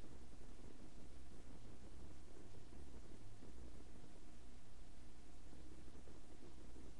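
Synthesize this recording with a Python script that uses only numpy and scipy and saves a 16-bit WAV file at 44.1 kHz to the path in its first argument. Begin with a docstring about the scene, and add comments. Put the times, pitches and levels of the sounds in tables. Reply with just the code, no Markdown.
"""A low, wavering electrical hum with weaker overtones surges and ebbs over rushing air.
The place is a quiet small room, heard through a cheap computer microphone.
A soft, lumpy rumble comes and goes, like a draught right on the microphone breaking into eddies.
Underneath, the air pressure in the room sways slowly.
On top lie the even hiss of the preamplifier and two faint electrical whines."""
import sys
import numpy as np
from scipy import signal
from scipy.fft import rfft, irfft, next_fast_len
from scipy.io import wavfile
from scipy.ndimage import uniform_filter1d

SR = 44100
rng = np.random.default_rng(int(sys.argv[2]) if len(sys.argv) > 2 else 0)


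def wav_out(sig):
    """Save sig, one row per channel (or a flat mono array), as 16-bit PCM at SR to the path in sys.argv[1]."""
    wavfile.write(sys.argv[1], SR, np.round(np.clip(np.atleast_2d(sig).T, -1, 1) * 32767).astype(np.int16))


N = 308259

# the hum's deepest tone surges and ebbs: centre_s, length_s, change_db
BOOM_SURGES = [(0.16, 0.11, 5.5), (0.81, 0.12, -11), (1.15, 0.5, 1.5), (2.022, 0.11, 5), (2.79, 0.074, 6),
               (2.974, 0.091, 9), (3.603, 0.18, 6.5), (4.103, 0.19, -5.5), (4.89, 0.053, -7),
               (5.02, 0.09, 4), (5.406, 0.058, -5), (5.82, 0.064, 5.5), (6.23, 0.09, -7),
               (6.41, 0.087, -16), (6.51, 0.14, 5.5), (6.87, 0.089, 3)]
# its weaker overtones: pitch_hz, wander_hz, level_db
HUM_PARTIALS = [(118.7, 5, -77), (183.6, 8, -79.5), (253.5, 10, -77)]
# the clearest overtone comes and goes: time_s, level_db
DRONE_LEVELS = [(0, -78), (1.8, -78.5), (2.2, -73), (2.6, -81), (4.1, -74), (4.4, -74.5), (4.7, -87),
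                (5.15, -73.5), (5.45, -78), (5.6, -68.5), (5.9, -77), (6.99, -78)]
# short swells of low hum: centre_s, length_s, pitch_hz, level_db
HUM_SWELLS = [(0.093, 0.074, 109.5, -67), (1.655, 0.096, 112, -64), (2.51, 0.21, 99.6, -66),
              (3.3, 0.22, 101.5, -64), (4.67, 0.12, 108, -67)]
# a faint airy whistle: pitch_hz, width_hz, level_db
WHISTLE_RESONANCES = [(371, 34, -84.5), (709.2, 41, -82)]
# broad rush of air in the room: frequency_hz, relative_db
AIR_SPECTRUM = [(30, -1), (52, 1.5), (85, -0.5), (145, -6.5), (300, -2.5), (500, -9), (800, -14.5),
                (1300, -16.5), (2500, -29), (5000, -38.5)]
# spells in which the draught blows: start_s, end_s
DRAUGHT_SPELLS = [(0, 0.25), (.39, 1.18), (1.32, 2.1), (2.26, 3.25), (3.39, 4.19), (5.46, 5.7)]
# its strongest gusts: start_s, length_s, strength_db
GUSTS = [(0.025, 0.059, -61.5), (0.108, 0.068, -62), (0.318, 0.032, -63.5), (0.406, 0.052, -62.5),
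         (0.482, 0.058, -61.5), (0.589, 0.023, -59), (0.633, 0.057, -60.5), (0.702, 0.014, -58),
         (0.794, 0.098, -62), (0.97, 0.088, -62), (1.31, 0.1, -64), (1.457, 0.12, -62), (1.643, 0.11, -63),
         (1.821, 0.064, -61.5), (1.989, 0.092, -62.5), (2.098, 0.022, -58.5), (2.276, 0.041, -62.5),
         (2.345, 0.13, -62.5), (2.538, 0.052, -61), (2.608, 0.031, -61), (2.72, 0.11, -63),
         (2.863, 0.029, -63.5), (2.935, 0.058, -60.5), (3.036, 0.032, -61), (3.091, 0.074, -61),
         (3.409, 0.1, -61.5), (3.573, 0.12, -63.5), (3.743, 0.076, -61.5), (3.941, 0.069, -63.5),
         (4.028, 0.036, -60.5), (4.106, 0.016, -60), (4.15, 0.029, -60.5), (5.456, 0.018, -62),
         (5.516, 0.039, -62), (5.575, 0.059, -64), (5.713, 0.12, -63.5), (5.863, 0.037, -61.5),
         (5.925, 0.085, -62.5), (6.06, 0.066, -62), (6.143, 0.042, -62), (6.228, 0.037, -66),
         (6.296, 0.055, -63.5), (6.405, 0.099, -60.5), (6.501, 0.043, -67.5), (6.578, 0.084, -62.5),
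         (6.672, 0.045, -64.5), (6.746, 0.157, -62.3)]
# its dull body: frequency_hz, relative_db
DRAUGHT_SPECTRUM = [(40, -9.5), (85, 1.5), (145, -3), (250, 0), (380, -5.5), (500, -8.5), (600, -14),
                    (800, -20), (1000, -20.5), (1600, -36)]
# a hollow ring against that body: time_s, relative_db
HOLLOW_LEVELS = [(0, -9), (2.4, -12), (3.1, -7), (3.9, -11), (4.5, -14), (5.4, -6), (6.2, -3), (6.99, 2.5)]
# the draught's fine grain: frequency_hz, relative_db
GRAIN_SPECTRUM = [(300, -16.5), (700, 4.5), (1100, -1), (1800, -3.5), (3500, -22.5)]
# slow pressure sway: frequency_hz, relative_db
SWAY_SPECTRUM = [(1, -11), (3.5, -2.5), (8, -4), (13, 0), (20, -17.5), (30, -8.5), (45, -21), (70, -35)]
# preamplifier hiss: frequency_hz, relative_db
HISS_SPECTRUM = [(100, 5.5), (1000, 1), (2000, 2.5), (3500, 1.5), (6000, 0.4), (9200, 0), (9500, 0),
                 (10600, -5)]
# borders of the bands in which the hiss flickers: edge_hz
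HISS_BAND_EDGES = [0, 1400, 2800, 5600, 8000, 22050]
# steady electrical tones: pitch_hz, level_db
WHINES = [(1023, -92.5), (8000.6, -102)]


def wavering_hum(boom_db=-66.5, boom_hz=63.54, drone_hz=309.4, air_db=-71):
    """A low, wavering electrical hum with weaker overtones, over rushing air and a faint whistle."""
    surge_db = sum(db * bell(centre, length) for centre, length, db in BOOM_SURGES)
    swelling = sum(bell(centre, length) for centre, length, _, _ in HUM_SWELLS)
    boom_dip_db, hum_dip_db = 8.5 * swelling, 3.5 * swelling  # the tones sink under each swell
    waver_db = 3 * np.tanh(drift(4.6))
    boom = from_db(boom_db + surge_db - boom_dip_db + waver_db) * wandering_tone(boom_hz, wander_hz=3.6)
    partials = sum(from_db(db + 2 * drift(11)) * wandering_tone(hz, wander_hz)
                   for hz, wander_hz, db in HUM_PARTIALS)
    drone = from_db(in_time(DRONE_LEVELS) + 2 * drift(14)) * wandering_tone(drone_hz, wander_hz=3.5)
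    whistle = sum(from_db(db) * resonant_noise(hz, width_hz) for hz, width_hz, db in WHISTLE_RESONANCES)
    air = from_db(air_db) * coloured_noise(AIR_SPECTRUM)
    return boom + from_db(-hum_dip_db) * (partials + drone) + whistle + air


def hum_swells():
    """A low tone rises out of the hum for a moment and sinks back."""
    return sum(from_db(db) * bell(centre, length) * tone(hz) for centre, length, hz, db in HUM_SWELLS)


def draught(lumpy_db=7.5, eddies_per_s=64, puff_top_hz=1520, grain_db=-80.5):
    """Flow at the microphone breaks into eddies, each a short, dull puff with fine grain on top."""
    flow = coloured_noise(DRAUGHT_SPECTRUM)
    flow += from_db(in_time(HOLLOW_LEVELS)) * resonant_noise(centre_hz=334.4, width_hz=70)
    puffs = from_db(lumpy_db * np.tanh(drift(eddies_per_s)))
    strength = draught_strength()
    body = strength * steadied(puffs * flow, span_s=.022)
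    grain = steadied(puffs * coloured_noise(GRAIN_SPECTRUM), span_s=.045)
    grain *= np.sqrt(strength)  # swells less than the body
    soften = signal.butter(2, puff_top_hz, fs=SR, output="sos")
    return signal.sosfilt(soften, body) + from_db(grain_db) * rms_one(grain)


def draught_strength(spell_db=-68, lull_db=-74, gust_trim_db=-.56, slack_db=5.5, slack_s=.034):
    """The flow flutters through spells and lulls, and slackens just before and after each gust."""
    blowing = sum(plateau(start, end - start, edge_s=.016) for start, end in DRAUGHT_SPELLS)
    breeze = np.hypot(from_db(spell_db) * blowing, from_db(lull_db))
    slack = np.max([plateau(start - slack_s, length + 2 * slack_s) for start, length, _ in GUSTS], axis=0)
    flutter_db = 1.5 * np.tanh(drift(17))
    gusts = sum(from_db(db + gust_trim_db) * plateau(start, length) for start, length, db in GUSTS)
    return np.hypot(gusts, breeze * from_db(flutter_db - slack_db * slack))


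def pressure_sway(level_db=-57.5):
    """The air pressure in the room sways, mostly below hearing."""
    return from_db(level_db) * coloured_noise(SWAY_SPECTRUM)


def preamplifier(hiss_db=-73.5, buzz_hz=125, buzz_db=1.0):
    """The microphone's electronics add thin whines and a hiss with a slight flicker and buzz."""
    whines = sum(from_db(db) * tone(hz) for hz, db in WHINES)
    pulses = (buzz_hz * seconds()) % 1 < .1  # on for a tenth of each cycle
    hiss = flickering(coloured_noise(HISS_SPECTRUM))
    return from_db(hiss_db + buzz_db * pulses) * hiss + whines


def flickering(sound, flicker_db=.96, flickers_per_s=23):
    """Let each band of the hiss waver in level on its own."""
    size = next_fast_len(N)
    spectrum = rfft(sound, size)
    hz = np.arange(size // 2 + 1) * SR / size
    bands = (irfft(spectrum * ((hz >= low) & (hz < high)), size)[:N]
             for low, high in zip(HISS_BAND_EDGES, HISS_BAND_EDGES[1:]))
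    return sum(band * from_db(flicker_db * drift(flickers_per_s)) for band in bands)


def tone(hz):
    """A steady sine of rms one and random phase."""
    return np.sqrt(2) * np.sin(2 * np.pi * (hz * seconds() + rng.random()))


def wandering_tone(hz, wander_hz):
    """A sine of rms one whose pitch strays around its centre."""
    cycles = np.cumsum(hz + wander_hz * drift(per_s=4)) / SR + rng.random()
    return np.sqrt(2) * np.sin(2 * np.pi * cycles)


def noise(gain_at):
    """Noise of rms one whose spectrum follows a function of frequency."""
    size = next_fast_len(N)
    hz = np.maximum(np.arange(size // 2 + 1), 1) * SR / size
    white = rfft(rng.standard_normal(size))
    return rms_one(irfft(white * gain_at(hz), size)[:N])


def coloured_noise(spectrum):
    """Noise shaped by rows of frequency_hz, relative_db, with a roll-off an octave above the last."""
    knots_hz, db = np.transpose(spectrum)
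    top_hz = 2 * knots_hz[-1]
    return noise(lambda hz: from_db(np.interp(np.log(hz), np.log(knots_hz), db)) / (1 + (hz / top_hz) ** 2))


def resonant_noise(centre_hz, width_hz):
    """Noise that has passed twice through one resonance."""
    return noise(lambda hz: 1 / (1 + ((hz - centre_hz ** 2 / hz) / width_hz) ** 2 / 2))


def drift(per_s):
    """Slow random motion with a spread of one: noise through a double one-pole low-pass."""
    hop, settle = 40, 2000  # samples per step; steps for the filter to settle
    pole = np.exp(-2 * np.pi * per_s * hop / SR)
    steps = rng.standard_normal(N // hop + settle + 2)
    slow = signal.lfilter([1], [1, -2 * pole, pole ** 2], steps)[settle:]
    return np.interp(np.arange(N) / hop, np.arange(len(slow)), rms_one(slow))


def steadied(sound, span_s):
    """Even out level changes slower than the span."""
    return sound / np.sqrt(uniform_filter1d(sound ** 2, int(span_s * SR)) + 1e-9)


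def plateau(start_s, length_s, edge_s=.015):
    """Rise, hold and fall, between zero and one."""
    t = seconds()
    return np.clip(np.minimum(t - start_s, start_s + length_s - t) / edge_s + .5, 0, 1)


def bell(centre_s, length_s):
    """A smooth swell of height one."""
    return np.exp(-2 * ((seconds() - centre_s) / length_s) ** 2)


def in_time(rows):
    """Join rows of time_s, value by straight lines."""
    return np.interp(seconds(), *np.transpose(rows))


def seconds():
    """The time of every sample."""
    return np.arange(N) / SR


def from_db(db):
    """Decibels to gain."""
    return 10 ** (np.asarray(db) / 20)


def rms_one(sound):
    """Scale to an rms of one."""
    return sound / np.sqrt(np.mean(sound ** 2) + 1e-20)


def scene():
    """Hum, room air, draught and hiss meet in one microphone channel."""
    hum = wavering_hum() + hum_swells()
    return (hum + pressure_sway() + draught() + preamplifier())[None]


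def record(dry):
    """A half-rate converter: its band ends steeply, a faint mirror image lies above, it rests off zero."""
    band_edge_hz, stop_hz, dc_offset = 10680, 12900, .00606
    band = signal.sosfilt(signal.ellip(12, .1, 80, band_edge_hz, fs=SR, output="sos"), dry)
    mirror = band * (-1) ** np.arange(N)  # the spectrum flipped about SR / 4
    image_filter = signal.cheby2(12, 70, stop_hz, fs=SR, output="sos")
    return signal.sosfilt(image_filter, band + mirror) + dc_offset


dry = scene()
out = record(dry)
wav_out(out)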